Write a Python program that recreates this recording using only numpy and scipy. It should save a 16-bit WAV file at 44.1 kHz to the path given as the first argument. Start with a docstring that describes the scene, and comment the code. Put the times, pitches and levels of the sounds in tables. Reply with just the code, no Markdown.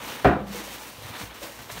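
"""Scrubbing wet shower tiles

A stiff brush scrubs wet wall tiles in a small shower stall: random flicks and wet hiss, plus a dull drag.
Early on something knocks the hollow wall hard: short pushes set wall tones ringing, over a noisy tail.
The scrubbing sinks for a moment around then. Fading single tones make the soft low bumps of hand and
brush, and the wall's late ringing after the knock.
Underneath lie a swelling deep boom, a wavering low hum and a dull noise floor.
"""
import sys
import numpy as np
from scipy import signal
from scipy.io import wavfile

SR = 44100
rng = np.random.default_rng(int(sys.argv[2]) if len(sys.argv) > 2 else 0)


def persist_wave(psi):
    """Save psi, clipped to +-1, as 16-bit WAV."""
    counts = np.round(np.clip(psi, -1, 1) * 32767).astype(np.int16)
    wavfile.write(sys.argv[1], SR, np.atleast_2d(counts).T)


def decibels_to_gain(level_db):
    """Convert a level in decibels to a linear amplitude gain (20 dB per decade)."""
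    exponent = np.asarray(level_db, float) / 20
    return 10 ** exponent


N = 79380  # length in samples: 1.8 s

# Levels in these tables are relative, unless a sound uses them with nothing added.
# Deep boom swelling and sinking: t/s, level/dB
BOOM_LEVELS = [(0.0, -58), (0.044, -53), (0.184, -67), (0.264, -55), (0.294, -51), (0.34, -44), (0.38, -44),
               (0.536, -48.5), (0.566, -54.5), (0.686, -52), (0.906, -62), (1.046, -58), (1.168, -72),
               (1.242, -47.5), (1.322, -50), (1.362, -78), (1.418, -48), (1.464, -66), (1.604, -51.5),
               (1.654, -73), (1.768, -48), (1.8, -44.5)]
# Wavering hum: f/Hz, approximate width/Hz, level/dB
HUM_TONES = [(116, 27, -64.5)]
# Colour of the dull floor: f/Hz, level per Hz/dB
FLOOR_COLOUR = [(25, -18), (40, -8), (60, -17), (120, 11), (250, 3.5), (400, -12), (600, 4.5), (1500, -6.5),
                (2500, -45)]
# Soft bumps of hand and brush; the rows near 198 Hz are the wall's late ringing after the knock:
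# t/s, starting level/dB, f/Hz, time to fall 60 dB/s
FADING_TONES = [(.0, -41, 126.5, 0.21), (.06, -45, 265, 0.14), (0.354, -22, 198.4, 0.21),
                (.41, -31.5, 199, 0.37), (.5, -39, 198, .5), (.545, -29.5, 488, .07),
                (0.551, -34, 342, 0.075), (0.599, -34.5, 326.5, 0.14), (.675, -28.5, 545, 0.045),
                (.678, -39, 760, 0.034), (.81, -36, 852, .08), (.98, -35, 107, 0.096),
                (1.009, -35.5, 110, 0.11), (1.043, -30.5, 110, .12), (1.098, -32.5, 111, 0.089),
                (1.209, -31, 188, 0.081), (1.226, -30, 107, 0.1), (1.234, -31.5, 260, 0.041),
                (1.418, -35.5, 559, 0.2), (1.426, -36.5, 327, 0.14), (1.455, -39, 571, 0.31),
                (1.495, -46, 593, 0.14), (1.587, -44, 131, 0.22), (1.719, -35.5, 117, 0.15),
                (1.769, -36.5, 170, 0.12), (1.772, -45, 746, .05)]
# The hard knock and its rebounds: t/s, strength/dB, contact time/ms
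KNOCK_CONTACTS = [(0.2447, -34, 0.81), (0.2477, -16.5, 0.52), (0.2543, -33.5, 0.31), (0.2635, -15.5, 2.43),
                  (.268, -24.5, 0.43), (.279, -19.5, 1.53), (.288, -23, 0.84), (.320, -30.5, 0.46),
                  (.358, -28, 2.33)]
# Ringing tones of the hollow wall: f/Hz, level/dB, time to fall 60 dB/s
WALL_TONES = [(69.4, -4.5, 0.167), (110.8, -6.5, 0.3), (164, -4, 0.12), (192.6, -7, 0.28),
              (286.5, -4.5, .2), (335.2, -7, 0.19), (395.8, 4, 0.12), (520, -7, 0.34), (662, 5, 0.1),
              (715.3, -3.5, .35), (761, 4, 0.12), (959, -6, 0.23), (1014, -4.5, 0.25), (1442, -6.5, 0.19),
              (1550, -9, 0.19), (1890, -18, 0.29), (2350, -4, 0.26), (2750, -1.5, 0.098)]
# Colour of the stall ringing on after the knock: f/Hz, level per Hz/dB
TAIL_COLOUR = [(30, -28), (60, 6), (92, -13), (150, -0.5), (400, 0.5), (750, -1), (850, -8), (1500, -4.5),
               (2300, -13), (3500, -27), (4200, -24), (5000, -34), (9000, -64), (12000, -80)]
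# How long that tail lasts: f/Hz, time to fall 60 dB/s
TAIL_DECAY = [(50, 0.19), (130, 0.6), (350, 0.46), (920, 0.51), (2430, 0.27), (6400, 0.14)]
# How slowly that tail builds up, lows slowest: f/Hz, rise time/s
TAIL_RISE = [(60, 0.0075), (200, 0.0055), (700, 0.0013), (4000, .001)]
# Brush strokes: t/s, bristle hiss level/dB, extra drag level/dB
BRUSH_STROKES = [(0, -49.5, 7.5), (.064, -43.5, 2), (.124, -42.5, 4), (0.173, -47, 2.5), (.204, -48, 3),
                 (.234, -52, 3.5), (.25, -45.5, -3), (.3, -58, 13), (.354, -65, 11.5), (0.463, -58, -2.5),
                 (.472, -50.5, 2.5), (.522, -48, -0.5), (.535, -43, 0), (.58, -42, 0), (.6, -41.5, -0.5),
                 (.63, -47.5, 2.5), (.641, -43, -3), (.68, -44.5, 2), (.7, -46.5, 0.5), (0.75, -41.5, -1.5),
                 (.766, -48, 2), (.822, -44.5, -2.5), (.872, -47.5, -0.5), (.952, -52, -2), (1.016, -49, 0),
                 (1.092, -47, 1.5), (1.118, -51, 2), (1.15, -49.5, 8), (1.191, -42, -3), (1.22, -43.5, 4),
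                 (1.262, -49, -2.5), (1.322, -60.5, 9), (1.345, -50, -3.5), (1.358, -48.5, 1),
                 (1.392, -52.5, 0), (1.41, -46.5, -4), (1.434, -40.5, -1), (1.478, -47, -1),
                 (1.544, -49.5, -4), (1.605, -50, 3), (1.668, -52, -2), (1.69, -52.5, 1.5),
                 (1.706, -49, 7.5), (1.719, -42, -9), (1.763, -46.5, -0.5), (1.775, -44, 6),
                 (1.8, -42.5, -9)]
# Colour of the bristle hiss: f/Hz, level per Hz/dB
BRISTLE_COLOUR = [(800, -6), (1300, -7.5), (2500, -5), (4000, -8.5), (5000, -2.5), (6400, -8.5),
                  (9000, -8.5), (11000, -10.5), (14000, -11), (16000, -4.5)]
# Colour of the brush body dragging on the wall: f/Hz, level per Hz/dB
DRAG_COLOUR = [(59, -26), (100, -2.5), (138, -9), (273, -2.5), (299, -2.5), (328, -6.5), (572, -4),
               (628, -8), (841, -3.5), (4000, -12.5), (5200, -57), (8800, -120)]
# Treble dips of the microphone: f/Hz, width/Hz, share removed (0 to 1)
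TREBLE_DIPS = [(5000, 310, 0.36), (7700, 460, 0.28), (10450, 900, 0.39)]


def rms_one(x):
    """Scales a sound to an average strength (rms) of 1."""
    return x / np.sqrt(np.mean(x ** 2) + 1e-20)


def at_hz(points, hz):
    """Reads a table between its rows, on a logarithmic pitch scale."""
    table = np.array(points)
    return np.interp(np.log(hz), np.log(table[:, 0]), table[:, 1])


def drift(rate_hz):
    """Slow random wandering of spread 1: noise smoothed twice; a higher rate wanders faster."""
    step = 40  # computed only at every 40th sample
    r = np.exp(-2 * np.pi * rate_hz * step / SR)
    noise = rng.standard_normal(N // step + 2002)
    slow = signal.lfilter([1], [1, -2 * r, r * r], noise)[2000:]  # skip the start-up
    return np.interp(np.arange(N) / step, np.arange(len(slow)), rms_one(slow))


def ring(x, hz, t60):
    """A resonance: a unit click sets off a sine of height 1 that falls 60 dB in t60 seconds."""
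    r = decibels_to_gain(-60 / (t60 * SR))
    w = 2 * np.pi * hz / SR
    return signal.lfilter([0, np.sin(w)], [1, -2 * r * np.cos(w), r * r], x + 1e-18)


def bands(sources, colour, shape):
    """Colours two unrelated sources in third-octave bands; shape(hz) is a band's gain over time."""
    edges = 25 * 2 ** np.arange(0, 9.5, 1 / 3)
    edges = edges[(edges > colour[0][0] * .8) & (edges < colour[-1][0] * 1.3)]
    plain, shaped = 0, 0
    for k, (low, high) in enumerate(zip(edges, edges[1:])):
        middle = np.sqrt(low * high)
        sos = signal.butter(2, [low, high], "band", fs=SR, output="sos")
        # neighbouring bands take turns between the two sources
        band = decibels_to_gain(at_hz(colour, middle)) * signal.sosfilt(sos, sources[k % 2])
        plain = plain + band
        shaped = shaped + band * shape(middle)
    return shaped / np.sqrt(np.mean(plain ** 2))


def boom():
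    """A deep sine whose pitch wanders slightly while its level swells and sinks."""
    pitch_hz, wander_hz = 57, 2.5
    t = np.arange(N) / SR
    wander_cycles = np.cumsum(wander_hz * drift(9.3)) / SR
    tone = np.sqrt(2) * np.sin(2 * np.pi * (pitch_hz * t + wander_cycles))
    return decibels_to_gain(np.interp(t, *np.transpose(BOOM_LEVELS))) * tone


def hum():
    """Noise through a narrow resonance makes a tone that wavers."""
    out = np.zeros(N)
    for hz, width_hz, db in HUM_TONES:
        tone = ring(rng.standard_normal(N + SR), hz, 2.6 / width_hz)[SR:]  # skip the build-up
        out += decibels_to_gain(db) * rms_one(tone)
    return out


def background():
    """Deep boom and wavering hum over a dull noise floor whose bands wander in level."""
    floor_db, wander_db = -56.5, 3.0
    noise = rng.standard_normal((2, N))
    floor = bands(noise, FLOOR_COLOUR, lambda hz: decibels_to_gain(wander_db * drift(2)))
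    return boom() + hum() + decibels_to_gain(floor_db) * floor


def stall(x):
    """Tiled walls send back a dense, fading crowd of echoes, modelled as decaying noise."""
    t60_s, first_echo_s = 0.49, .004
    t = np.arange(SR // 2) / SR
    echoes = rms_one(rng.standard_normal(len(t))) * decibels_to_gain(-60 * t / t60_s) * (t > first_echo_s)
    echoes = echoes * np.sqrt(6 * np.log(10) / (t60_s * SR))  # total energy near 1
    return signal.fftconvolve(x, echoes)[:N]


def bumps_and_late_ringing():
    """Each bump or late wall ringing is one tone that swells over a cycle or two, then fades."""
    rise_cycles, rough_db = 0.53, 2
    out = np.zeros(N)
    t = np.arange(N) / SR
    for start, db, hz, t60 in FADING_TONES:
        age = np.maximum(t - start, 0)
        swell = 1 - np.exp(-age * hz / rise_cycles)
        out += decibels_to_gain(db - 60 * age / t60) * swell * np.sin(2 * np.pi * hz * age)
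    return out * decibels_to_gain(rough_db * drift(30))


def knock_force():
    """Each contact is a rounded push; a longer contact is duller."""
    force = np.zeros(N)
    for start, db, ms in KNOCK_CONTACTS:
        push = np.hanning(max(int(ms * SR / 1000), 3) + 2)
        i = int(start * SR)
        force[i:i + len(push)] += decibels_to_gain(db) * push / push.sum()
    return force


def knock():
    """Pushes ring the wall's own tones; a noisy tail dies band by band after a bright first edge."""
    tail_db, tick_db, tick_fade_s = -13.5, -36, 0.0024
    force = knock_force()
    rings = np.zeros(N)
    for k, (hz, db, t60) in enumerate(WALL_TONES):
        level = decibels_to_gain(db + rng.normal(0, 1))  # a little chance in each tone
        rings += level * (-1) ** k * ring(force, hz, t60)
    age = np.maximum(np.arange(N) / SR - KNOCK_CONTACTS[0][0], 0)  # since first contact
    tick = decibels_to_gain(tick_db) * (age > 0) * np.exp(-age / tick_fade_s) * rng.standard_normal(N)

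    def rise_and_fall(hz):
        """A band of the tail builds up, then fades."""
        rise = 1 - np.exp(-age / max(at_hz(TAIL_RISE, hz), 1e-4))
        return rise * decibels_to_gain(-60 * age / at_hz(TAIL_DECAY, hz))

    tail = bands(rng.standard_normal((2, N)), TAIL_COLOUR, rise_and_fall)
    return rings + decibels_to_gain(tail_db) * tail + tick


def flicks(per_second):
    """Two trains of random bristle releases of uneven size, with the hiss of the wet film."""
    spread_db, wet_share = 3, 0.47  # wet_share: the hiss's part of the power
    sizes = decibels_to_gain(spread_db * np.minimum(rng.exponential(1, (2, N)), 5))
    signs = rng.choice([-1, 1], (2, N))
    released = rng.random((2, N)) < per_second / SR
    train = rms_one(sizes * signs * released)
    wet_hiss = rng.standard_normal((2, N))
    return np.sqrt(1 - wet_share) * train + np.sqrt(wet_share) * wet_hiss


def brush():
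    """Bright hiss of bristles and duller drag of the brush body, both following the strokes."""
    flicks_per_s = 6000
    bristle_db, flicker_db = 2, 1.1
    drag_base_db, drag_follows, patchy_db = -44.5, 0.74, 1  # drag_follows: dB per dB of hiss
    start, hiss_points, drag_points = np.transpose(BRUSH_STROKES)
    t = np.arange(N) / SR
    hiss_db = np.interp(t, start, hiss_points)
    drag_db = np.interp(t, start, drag_points)
    drag_db = drag_base_db + drag_db + drag_follows * (hiss_db - hiss_db.mean())
    shared = drift(35)  # flicker that all bands have in common
    hiss = bands(flicks(flicks_per_s), BRISTLE_COLOUR,
                 lambda hz: decibels_to_gain(flicker_db * (shared + .5 * drift(5))))
    drag = bands(flicks(flicks_per_s / 4), DRAG_COLOUR,
                 lambda hz: decibels_to_gain(patchy_db * (0.57 * shared + drift(9.6))))
    return decibels_to_gain(hiss_db + bristle_db) * hiss + decibels_to_gain(drag_db) * drag


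def scene():
    """Brush, bumps and late ringing with the stall's echoes, then the knock and the background."""
    stall_db = -8
    near = brush() + bumps_and_late_ringing()
    return (near + decibels_to_gain(stall_db) * stall(near) + knock() + background())[None]


def roll_off(x):
    """The treble ends steeply here."""
    return signal.sosfilt(signal.butter(12, 17050, fs=SR, output="sos"), x)


def record(dry):
    """A small microphone: thin bass, rounded peaks, dips in the treble and the top cut off."""
    low_hz, peak_top, top_hz = 47, .9, 15750
    x = signal.sosfilt(signal.butter(3, low_hz, "high", fs=SR, output="sos"), dry)
    x = peak_top * np.tanh(x / peak_top)
    for hz, width_hz, share in TREBLE_DIPS:
        x = x - share * signal.lfilter(*signal.iirpeak(hz, hz / width_hz, fs=SR), x)
    x = signal.sosfilt(signal.ellip(12, .5, 70, top_hz, fs=SR, output="sos"), x)
    return roll_off(x)


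dry = scene()
out = record(dry)
persist_wave(out)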